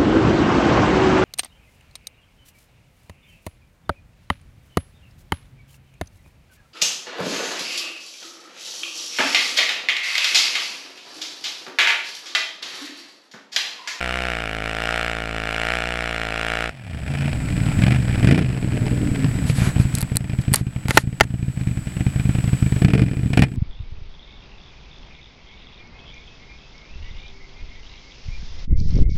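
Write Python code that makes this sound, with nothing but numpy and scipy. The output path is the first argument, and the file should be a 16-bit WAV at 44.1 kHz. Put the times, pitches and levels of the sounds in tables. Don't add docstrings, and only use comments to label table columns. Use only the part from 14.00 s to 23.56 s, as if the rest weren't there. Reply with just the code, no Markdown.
import sys
import numpy as np
from scipy import signal
from scipy.fft import rfft, irfft, next_fast_len
from scipy.io import wavfile
from scipy.ndimage import uniform_filter1d, minimum_filter1d, map_coordinates

SR = 44100
rng = np.random.default_rng(int(sys.argv[2]) if len(sys.argv) > 2 else 0)


def digitize_waveform(pressure):
    field = np.atleast_2d(pressure).T
    bounded = np.clip(field, -1, 1)
    quanta = np.round(bounded * 32767).astype(np.int16)
    wavfile.write(sys.argv[1], SR, quanta)


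N = 421591
TIME = np.arange(N) / SR
THROTTLE_SHUT_S = 2.703
FIRING_PHASES = (.385, .748)
FLYWHEEL_S, INTAKE_S = .191, .021


def amp(db):
    return 10 ** (np.asarray(db) / 20)


def unit_rms(x):
    return x / np.sqrt(np.mean(x ** 2) + 1e-20)


def curves(rows, at=TIME):
    s, *columns = np.transpose(rows)
    return [np.interp(at, s, c) for c in columns]


def add(mix, s, sound):
    part = mix[max(round(s * SR), 0):][:len(sound)]
    part += sound[:len(part)]


def noise(spectrum):
    hz, db = np.transpose(spectrum)
    size = next_fast_len(N)
    gain = amp(np.interp(np.log(np.fft.rfftfreq(size, 1 / SR) + 1), np.log(hz), db))
    return unit_rms(irfft(rfft(rng.standard_normal(size)) * gain, size)[:N])


def ring(modes):
    t = TIME[:SR // 4]
    return sum(amp(db) * amp(-60 * t / t60) * np.cos(2 * np.pi * hz * t) for hz, db, t60 in modes)


def through(x, response):
    return signal.oaconvolve(x, response)[:N]


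def pulses(times, sizes):
    out = np.zeros(N + 2)
    at, part = np.divmod(np.clip(times * SR, 0, N), 1)
    np.add.at(out, at.astype(int), sizes * (1 - part))
    np.add.at(out, at.astype(int) + 1, sizes * part)
    return out[:N]


def puff(rise_s, decay_s):
    t = TIME[:SR // 8]
    shape = (1 - np.exp(-t / rise_s)) * np.exp(-t / decay_s)
    return shape / shape.max()


def lag(x, seconds, start=0):
    keep = np.exp(-1 / (seconds * SR))
    return signal.lfilter([1 - keep], [1, -keep], x, zi=[keep * start])[0]


# frequency in Hz, relative level in dB.
HISS_SPECTRUM = [(3000, 20.4), (6200, 11.2), (7900, 19.8), (11000, 9.4), (13000, 4), (15800, 3)]
WHINE_TONES = [(7837, 0), (7897, 0), (7957, -10), (11719, -12)]
WIND_SPECTRUM = [(15, -15), (35, -43), (80, -2), (200, -4), (500, -26), (2000, -32)]
# time in seconds, gain in dB.
ELECTRONICS_GAIN = [(2.8, -7), (3.1, -1), (3.7, 3), (7.4, 3), (8.0, 2), (8.82, 4), (8.88, -1)]


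def noise_floor(hiss_db=-46, whine_db=-46.5, wind_db=-52):
    whine = sum(amp(db) * np.sin(2 * np.pi * (hz * TIME + rng.random())) for hz, db in WHINE_TONES)
    electronics = amp(hiss_db) * noise(HISS_SPECTRUM) + amp(whine_db) * unit_rms(whine)
    return amp(curves(ELECTRONICS_GAIN)[0]) * electronics + amp(wind_db) * noise(WIND_SPECTRUM)


# midpoint and length in seconds, scrape and swish gains in dB.
CLOTH_RUBS = [(5.494, 0.1, -93, -33.5), (5.575, 0.099, -42, -34.5), (5.648, 0.19, -26.5, -34.5),
              (5.818, 0.082, -36.5, -37.5), (5.98, 0.12, -39, -34), (6.417, 0.021, -39, -34),
              (6.573, 0.12, -22.5, -26), (6.903, 0.04, -19, -24), (6.972, 0.15, -20.5, -20.5),
              (7.238, 0.024, -18, -27)]
# start in seconds, click and knock gains in dB.
FINGER_KNOCKS = [(5.952, -11, -43), (5.985, -15, -26), (6.008, -13.5, -25), (6.027, -13, -20.5),
                 (6.015, -9, -33), (6.158, -13, -26), (6.169, -0.5, -22), (6.531, -12, -42),
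                 (6.538, 3, -10), (6.543, 3, -6), (6.558, 4, -27), (6.56, 0.5, -30), (6.884, -14, -13),
                 (6.908, -10, -0.5), (6.973, 10, 20.5), (6.975, 3, 4.5), (7.2013, -20, -5),
                 (7.2088, 3, 15.5)]
# frequency in Hz, relative level in dB.
SWISH_SPECTRUM = [(1500, -5), (4500, 2), (6000, -5), (8500, -1), (11500, -1.5), (13500, -29), (16000, -34)]
CLICK_SPECTRUM = [(1000, -39), (3000, -14), (4200, 10), (6000, -5), (8000, 9.5), (12000, 6.5), (15000, -24),
                  (16000, -22)]
# frequency in Hz, gain in dB, t60 in seconds.
CAMERA_CASE_MODES = [(872, 0, .026), (1058, -5, .016), (1396, -1, .017), (1830, -3, .032), (2030, 0, .022),
                     (2610, 3, .005), (4470, -7, .003)]
CAMERA_BODY_MODES = [(32, -40, .16), (370, -34, .02)]


def handling(crack_db=-4, case_db=-3):
    scrape, swish = np.zeros((2, N))
    for s, length, scrape_db, swish_db in CLOTH_RUBS:
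        stroke = np.hanning(int(length * SR))
        add(scrape, s - length / 2, amp(scrape_db) * stroke)
        add(swish, s - length / 2, amp(swish_db) * stroke)
    s, click_db, knock_db = np.transpose(FINGER_KNOCKS)
    blows = pulses(s, amp(knock_db))
    crack = amp(crack_db) * through(blows, puff(.00033, .0033))
    clicks = through(pulses(s, amp(click_db)), puff(.000092, .001)) * noise(CLICK_SPECTRUM)
    case = amp(case_db) * through(blows, ring(CAMERA_CASE_MODES) + ring(CAMERA_BODY_MODES))
    dull = noise([(60, 7.5), (400, 3), (900, -3), (1500, 1), (2300, -1), (3200, -8.5), (4700, -17),
                  (7000, -12), (14000, -99)])
    return (scrape + crack) * dull + swish * noise(SWISH_SPECTRUM) + clicks + case


# midpoint and length in seconds, pitch in Hz, level in dB.
GEAR_GROANS = [(4.871, 0.54, 594, -35.5), (5.044, .14, 295, -21.5), (5.214, .28, 280, -22),
               (5.419, 0.16, 282.4, -30.5)]


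def groans(waver=.0238):
    out = np.zeros(N)
    drift = 1 + waver * unit_rms(lag(lag(rng.standard_normal(N), INTAKE_S), INTAKE_S))
    for s, length, hz, db in GEAR_GROANS:
        swell = np.hanning(int(length * SR))
        turns = np.cumsum(hz * drift[int(s * SR):][:len(swell)]) / SR
        add(out, s - length / 2, amp(db) * swell * np.sin(2 * np.pi * turns))
    return out


# time in seconds, gain in dB.
ROLLING_GAIN = [(2.74, -52), (2.93, -28.5), (3.3, -25), (4.5, -23), (5.7, -30.5), (6.2, -29.5),
                (9.56, -35.5)]
# frequency in Hz, relative dB.
TYRE_SPECTRUM = [(180, 8.5), (300, 4.5), (325, -2), (510, -36), (599, -12), (1020, -34.5), (1340, -12.5),
                 (2350, -15.5), (3400, -28), (5250, -26), (6070, -44), (7360, -23), (8300, -24),
                 (14000, -52)]
RASP_SPECTRUM = [(150, 10), (400, 3.5), (700, 12), (1050, -3.5), (1500, 6), (2400, 7), (3100, 1.5),
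                 (3800, -6.5), (5200, -7), (6200, -20), (8000, -13), (11500, -20), (13500, -90)]


def running_gear(ticks_per_s=220, tick_db=-7, tyres_db=1, churn_db=1):
    ticks = (rng.random(N) < ticks_per_s / SR) * np.minimum(rng.exponential(1, N), 3)
    clatter = amp(tick_db) * through(ticks, puff(.000058, .0017)) * noise(RASP_SPECTRUM)
    churn = noise([(30, -12), (70, 6), (150, 12), (280, -12), (400, -14), (700, -16), (1200, -22),
                   (4000, -59)])
    crunch = amp(tyres_db) * noise(TYRE_SPECTRUM)
    return amp(curves(ROLLING_GAIN)[0]) * (crunch + clatter + amp(churn_db) * churn)


# start in seconds, crack and thump gains in dB.
EXTRA_THUMPS = [(3.33, -16, -32), (3.578, -34, -10.5), (3.686, -23, -9.5), (4.427, -18, -15),
                (4.775, -20, -11), (4.865, -18.5, -26), (5.244, -18, -4.5), (5.498, -20, -5)]


def extra_thumps():
    s, crack_db, thump_db = np.transpose(EXTRA_THUMPS)
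    cracks = through(pulses(s, amp(crack_db)), puff(.00025, .0029)) * noise(RASP_SPECTRUM)
    push = puff(.001, .00078)
    thump = signal.fftconvolve(push / push.sum(), ring([(117, -2.9, .2), (143, .2, .19)]))
    return cracks + through(pulses(s, amp(thump_db)), thump)


# start and length in seconds, push in cycles per second above idle,
# extra rasp and extra thump in dB.
THROTTLE_BLIPS = [(2.703, .125, 8, -8, -4), (3.045, .065, 36, -14, -9), (3.11, .18, 16.1, -2, -2),
                  (3.481, .249, 8.2, -4, 0), (3.772, .186, 19.2, 3, 1), (4.061, .161, 6.9, -2, 0),
                  (4.222, .166, 29, -6, -1), (4.555, .376, 9.3, -3, 0), (4.939, .258, 5.1, -3, 0),
                  (8.786, .233, 22.1, -3, -2.5), (9.32, .115, 23.5, 2, 2)]


def throttle():
    held = np.zeros((3, N))
    for s, length, *controls in THROTTLE_BLIPS:
        held[:, round(s * SR):round((s + length) * SR)] = np.array(controls)[:, None]
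    return held


# time in seconds, engine cycles per second.
PULL_REVS = [(0.0, 62.67), (0.067, 61.59), (0.233, 62.96), (0.479, 54.29), (0.786, 55.49), (0.798, 56.97),
             (1.104, 58.45), (1.111, 56.85), (1.41, 55.16), (1.613, 56.0), (1.764, 60.87), (1.817, 56.92),
             (1.888, 60.32), (2.151, 56.96), (2.277, 55.39), (2.698, 57.98), (2.703, 54.6)]
IDLE_REVS = [(5.3, 12.023), (5.55, 9.521), (5.75, 11.51), (5.9, 11.474), (6.5, 10.399), (7.1, 11.492),
             (7.4, 11.312), (7.6, 8.699), (7.8, 10.903), (7.95, 10.344), (8.5, 11.229), (8.7, 8.372),
             (9.2, 10.287)]
# time in seconds, surge depth in cycles per second.
SURGE_DEPTH = [(.2, .7), (2.6, .4)]


def crank(surge_hz=7.63, surge_peak_s=.022):
    speed = curves(PULL_REVS)[0]
    coasting = TIME >= THROTTLE_SHUT_S
    target = curves(IDLE_REVS)[0] + throttle()[0]
    speed[coasting] = lag(target[coasting], FLYWHEEL_S, start=speed[-1])
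    surge = curves(SURGE_DEPTH)[0] * np.cos(2 * np.pi * surge_hz * (TIME - surge_peak_s))
    return np.cumsum(speed + surge * ~coasting) / SR


def firings(cycles, drag_share=.063, drag_from_s=.0426):
    front, rear = [np.interp(np.arange(phase, cycles[-1], 1), cycles, TIME) for phase in FIRING_PHASES]
    return front, rear + drag_share * np.maximum(np.gradient(rear) - drag_from_s, 0)


# frequency in Hz, gain in dB, t60 in seconds.
ENGINE_CASING_MODES = [(1750, -10, 0.092), (2327, -2, 0.033), (2426, -3, 0.082), (2995, -11, 0.046),
                       (5370, -20, 0.054)]


def valves(cycles, valve_db=-44, scatter_db=3, per_cycle=4):
    times = np.interp(np.arange(0, cycles[-1], 1 / per_cycle), cycles, TIME)
    times = times[times > THROTTLE_SHUT_S + FLYWHEEL_S]
    snaps = pulses(times, amp(valve_db + scatter_db * rng.standard_normal(len(times))))
    return through(snaps, ring(ENGINE_CASING_MODES))


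# time in seconds, third and fifth order gains in dB.
DRONE_GAINS = [(2.71, -29, -40), (2.8, -28, -35), (2.92, -17, -25), (3.05, -21, -34), (3.1, -21, -13),
               (3.27, -21, -14), (3.36, -25, -34), (3.74, -31, -34), (3.9, -25, -10), (4.01, -26, -15),
               (4.08, -31, -32), (4.22, -29, -23), (4.32, -20, -5), (4.44, -21, -7), (4.56, -31, -32),
               (4.9, -70, -70)]
# multiple of the cycle rate, gain in dB relative to the fifth.
GROWL_ORDERS = [(8, -12), (10, -13), (16, -23)]


def drone(cycles, drone_db=-1, fade_s=.018):
    third, fifth = curves(DRONE_GAINS)
    orders = [(3, third), (5, fifth)] + [(order, fifth + db) for order, db in GROWL_ORDERS]
    tones = sum(amp(db) * np.cos(2 * np.pi * order * (cycles - phase)) / 2
                for order, db in orders for phase in FIRING_PHASES)
    return amp(drone_db) * np.clip((TIME - THROTTLE_SHUT_S) / fade_s, 0, 1) * tones


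MISFIRE_TIMES = [4.605, 4.7, 4.792, 4.885, 5.535, 5.71, 5.89, 6.07, 6.425, 6.707, 6.8, 7.165, 7.52, 7.812,
                 7.905, 8.105, 8.57]


def without_misfires(times):
    return np.delete(times, [np.argmin(abs(times - s)) for s in MISFIRE_TIMES])


# time in seconds, extra thump and extra rasp in dB.
HARD_POPS = [(3.867, 3, 2.5), (4.274, 0.5, 1.5), (4.289, -4, 1.5), (4.312, 3, 3), (4.325, 11, 3.5),
             (8.008, 5, 8.5), (8.067, 4.5, 5.5), (8.352, 0.5, 5.5), (8.532, 2.5, 1.5), (8.849, 5, 2),
             (8.937, 4.5, 7), (9.02, 8.5, 3), (9.334, 3, 8), (9.375, 3, 7), (9.3942, 7, 5.5),
             (9.4226, 8.5, 12.5), (9.437, 6, 9.5)]


def popped(s, within_s=.009):
    return next((row for row in HARD_POPS if abs(row[0] - s) < within_s), (s, 0, 0))


# time in seconds, thump, rasp and burble gains in dB.
APPROACH_GAINS = [(2.8, -20.5, -24.5, -66), (3.15, -17, -28.5, -60), (3.6, -11.5, -35, -49),
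                  (4.4, -3, -21.5, -22), (5.25, -12, -54, -26), (5.55, -7, -30.5, -29.5),
                  (6.4, 0.5, -23, -23), (7.4, -0.5, -30, -29.5), (7.9, -5.5, -29, -29.5),
                  (8.6, -3, -28, -29), (9.4, -5.5, -31.5, -25)]
# frequency in Hz, relative level in dB, t60 in seconds.
MUFFLER_MODES = [(78.7, -9, .09), (128, 1.5, .095), (181.7, -2.3, .1), (237, -3.6, .064), (286, -1, .06)]


def light_throttle(front, rear, full_push=23.3, width_s=.0013, edge_s=.00027, lead_s=.008):
    blows, gas_bursts, beats = np.zeros((3, N))
    push, bite_db, punch_db = [lag(control, INTAKE_S) for control in throttle()]
    t = TIME[:SR // 60] - lead_s
    for times in (front, without_misfires(rear)):
        times = times[times > THROTTLE_SHUT_S]
        for s, (thump_scatter, rasp_scatter) in zip(times, rng.standard_normal((len(times), 2))):
            s, pop_db, crack_db = popped(s)
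            thump_db, rasp_db, burble_db = curves(APPROACH_GAINS, s)
            effort = np.interp(s, TIME, push) / full_push
            thump_db += np.interp(s, TIME, punch_db) + pop_db + 2 * effort - 2 * thump_scatter
            rasp_db += np.interp(s, TIME, bite_db) + crack_db + 14 * effort + 1.5 * rasp_scatter
            sigma = width_s * amp(-2 * effort)
            pressure = np.exp(-.5 * (t / sigma) ** 2)
            suck = (.21 + .23 * effort) * np.exp(-.5 * ((t + .0021) / sigma) ** 2)
            edge = .19 * np.exp(-.5 * (t / edge_s) ** 2)
            blow = (pressure - suck + edge) / (sigma * SR * np.sqrt(2 * np.pi))
            add(blows, s - lead_s, amp(thump_db) * blow)
            add(gas_bursts, s - .0015, amp([rasp_db]))
            add(beats, s, amp([burble_db + 13 * effort]))
    muffler = ring(MUFFLER_MODES)
    thump = amp(11.5) * through(blows, muffler / muffler[0])
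    rasp = amp(-1) * through(gas_bursts, puff(.0001, .0073)) * noise(RASP_SPECTRUM)
    throat = noise([(150, -39), (240, 15.5), (310, 10), (370, 1), (460, 5.5), (560, -31), (680, -7),
                    (900, -71)])
    burble = through(beats, puff(.00051, .013)) * throat
    casing = amp(-7) * through(gas_bursts, ring(ENGINE_CASING_MODES))
    return thump + rasp + burble + casing


def snow_echo(x, share=.42):
    delay_s = .00137 + .00004 * TIME
    treble = signal.sosfiltfilt(signal.butter(2, 3500, "high", fs=SR, output="sos"), x)
    return x + share * map_coordinates(treble, [(TIME - delay_s) * SR], order=3)


# time in seconds, relative bark level in dB.
PULL_GAIN = [(0.0, -30), (.3, -31), (.47, -33.5), (0.6, -35.5), (.7, -32.5), (0.9, -28), (1.07, -30),
             (1.15, -33), (1.33, -36), (1.5, -31), (1.7, -27.5), (1.85, -31), (2.3, -31.5), (2.42, -29.5),
             (2.64, -29), (2.7, -36.5)]
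# frequency in Hz, gain in dB, t60 in seconds.
BARK_MODES = [(69, -29, 0.081), (216, -32, 0.025), (500, -29, 0.015), (693, -16, 0.015),
              (1412, -17.5, 0.018), (1885, -32.5, 0.018), (1665, -8.5, 0.0056), (2250, -12.5, 0.01),
              (2780, -26, 0.02), (7600, -30.5, 0.045), (10200, -26, 0.0046)]


def exhaust_shocks(times, edge_hz, gain_db=44.5, bass_db=21.5, scatter_db=.3):
    times = times[times < THROTTLE_SHUT_S]
    t = TIME[:SR // 100]
    edge = t * np.exp(-2 * np.pi * edge_hz * t)
    bark = -signal.fftconvolve(edge / edge.sum(), ring(BARK_MODES))
    shock_db = curves(PULL_GAIN, times)[0] + gain_db + scatter_db * rng.standard_normal(len(times))
    shocks = pulses(times, amp(shock_db))
    steady = pulses(times, amp(bass_db))
    bass = signal.sosfiltfilt(signal.butter(2, 400, fs=SR, output="sos"), steady - shocks)
    return shocks, through(shocks + bass, bark)


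# frequency in Hz, sharpness as Q, share removed.
BARK_NOTCHES = [(1017, 21, 0.5), (4630, 5.4, 0.47)]


def full_throttle(front, rear, front_db=-9, gas_db=-21.5):
    weak, weak_bark = exhaust_shocks(front, edge_hz=2600)
    strong, strong_bark = exhaust_shocks(rear, edge_hz=3600)
    gas = through(strong, puff(.00051, .0022)) + .43 * through(weak, puff(.0004, .0043))
    jet = noise([(400, -14), (700, -2), (1000, -4), (1400, 2), (2900, 3), (3400, -6), (5300, -9),
                 (6200, -22), (7900, -15.5), (9500, -24.5), (12000, -23), (14000, -45)])
    bark = snow_echo(strong_bark + amp(front_db) * weak_bark + amp(gas_db) * gas * jet)
    for hz, q, share in BARK_NOTCHES:
        bark -= share * signal.lfilter(*signal.iirpeak(hz, q, fs=SR), bark)
    return signal.sosfilt(signal.butter(10, 12000, fs=SR, output="sos"), bark)


def scene():
    cycles = crank()
    front, rear = firings(cycles)
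    engine = full_throttle(front, rear) + light_throttle(front, rear) + drone(cycles) + valves(cycles)
    return (engine + running_gear() + groans() + extra_thumps() + handling() + noise_floor())[None]


def gain_control(x, threshold_db=-5, deepest_db=19, treble_db=17,
                 attack_s=.03, hold_s=.02, recovery_s=.52, block=44):
    treble = signal.sosfilt(signal.butter(2, 1500, "high", fs=SR, output="sos"), x)
    power = uniform_filter1d((x + amp(treble_db) * treble) ** 2, block)[::block]
    level_db = 10 * np.log10(np.abs(power) + 1e-12)
    step_s = block / SR
    half_hold = round(hold_s / step_s / 2)
    held_db = -minimum_filter1d(-level_db, 2 * half_hold + 1, origin=half_hold)
    cut_db, cuts = deepest_db, []
    for wanted_db in np.clip(held_db - threshold_db, 0, deepest_db):
        cut_db += max(wanted_db - cut_db, 0) * step_s / attack_s - cut_db * step_s / recovery_s
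        cuts.append(cut_db)
    return x * amp(-np.interp(TIME, TIME[::block], cuts))


def record(dry):
    overloaded = np.clip(gain_control(dry[0]), -1, 1)
    band_limit = signal.firwin(511, 16100, window=("kaiser", 9), fs=SR)
    return signal.oaconvolve(overloaded, band_limit, "same")[None]


dry = scene()
out = record(dry)
digitize_waveform(out)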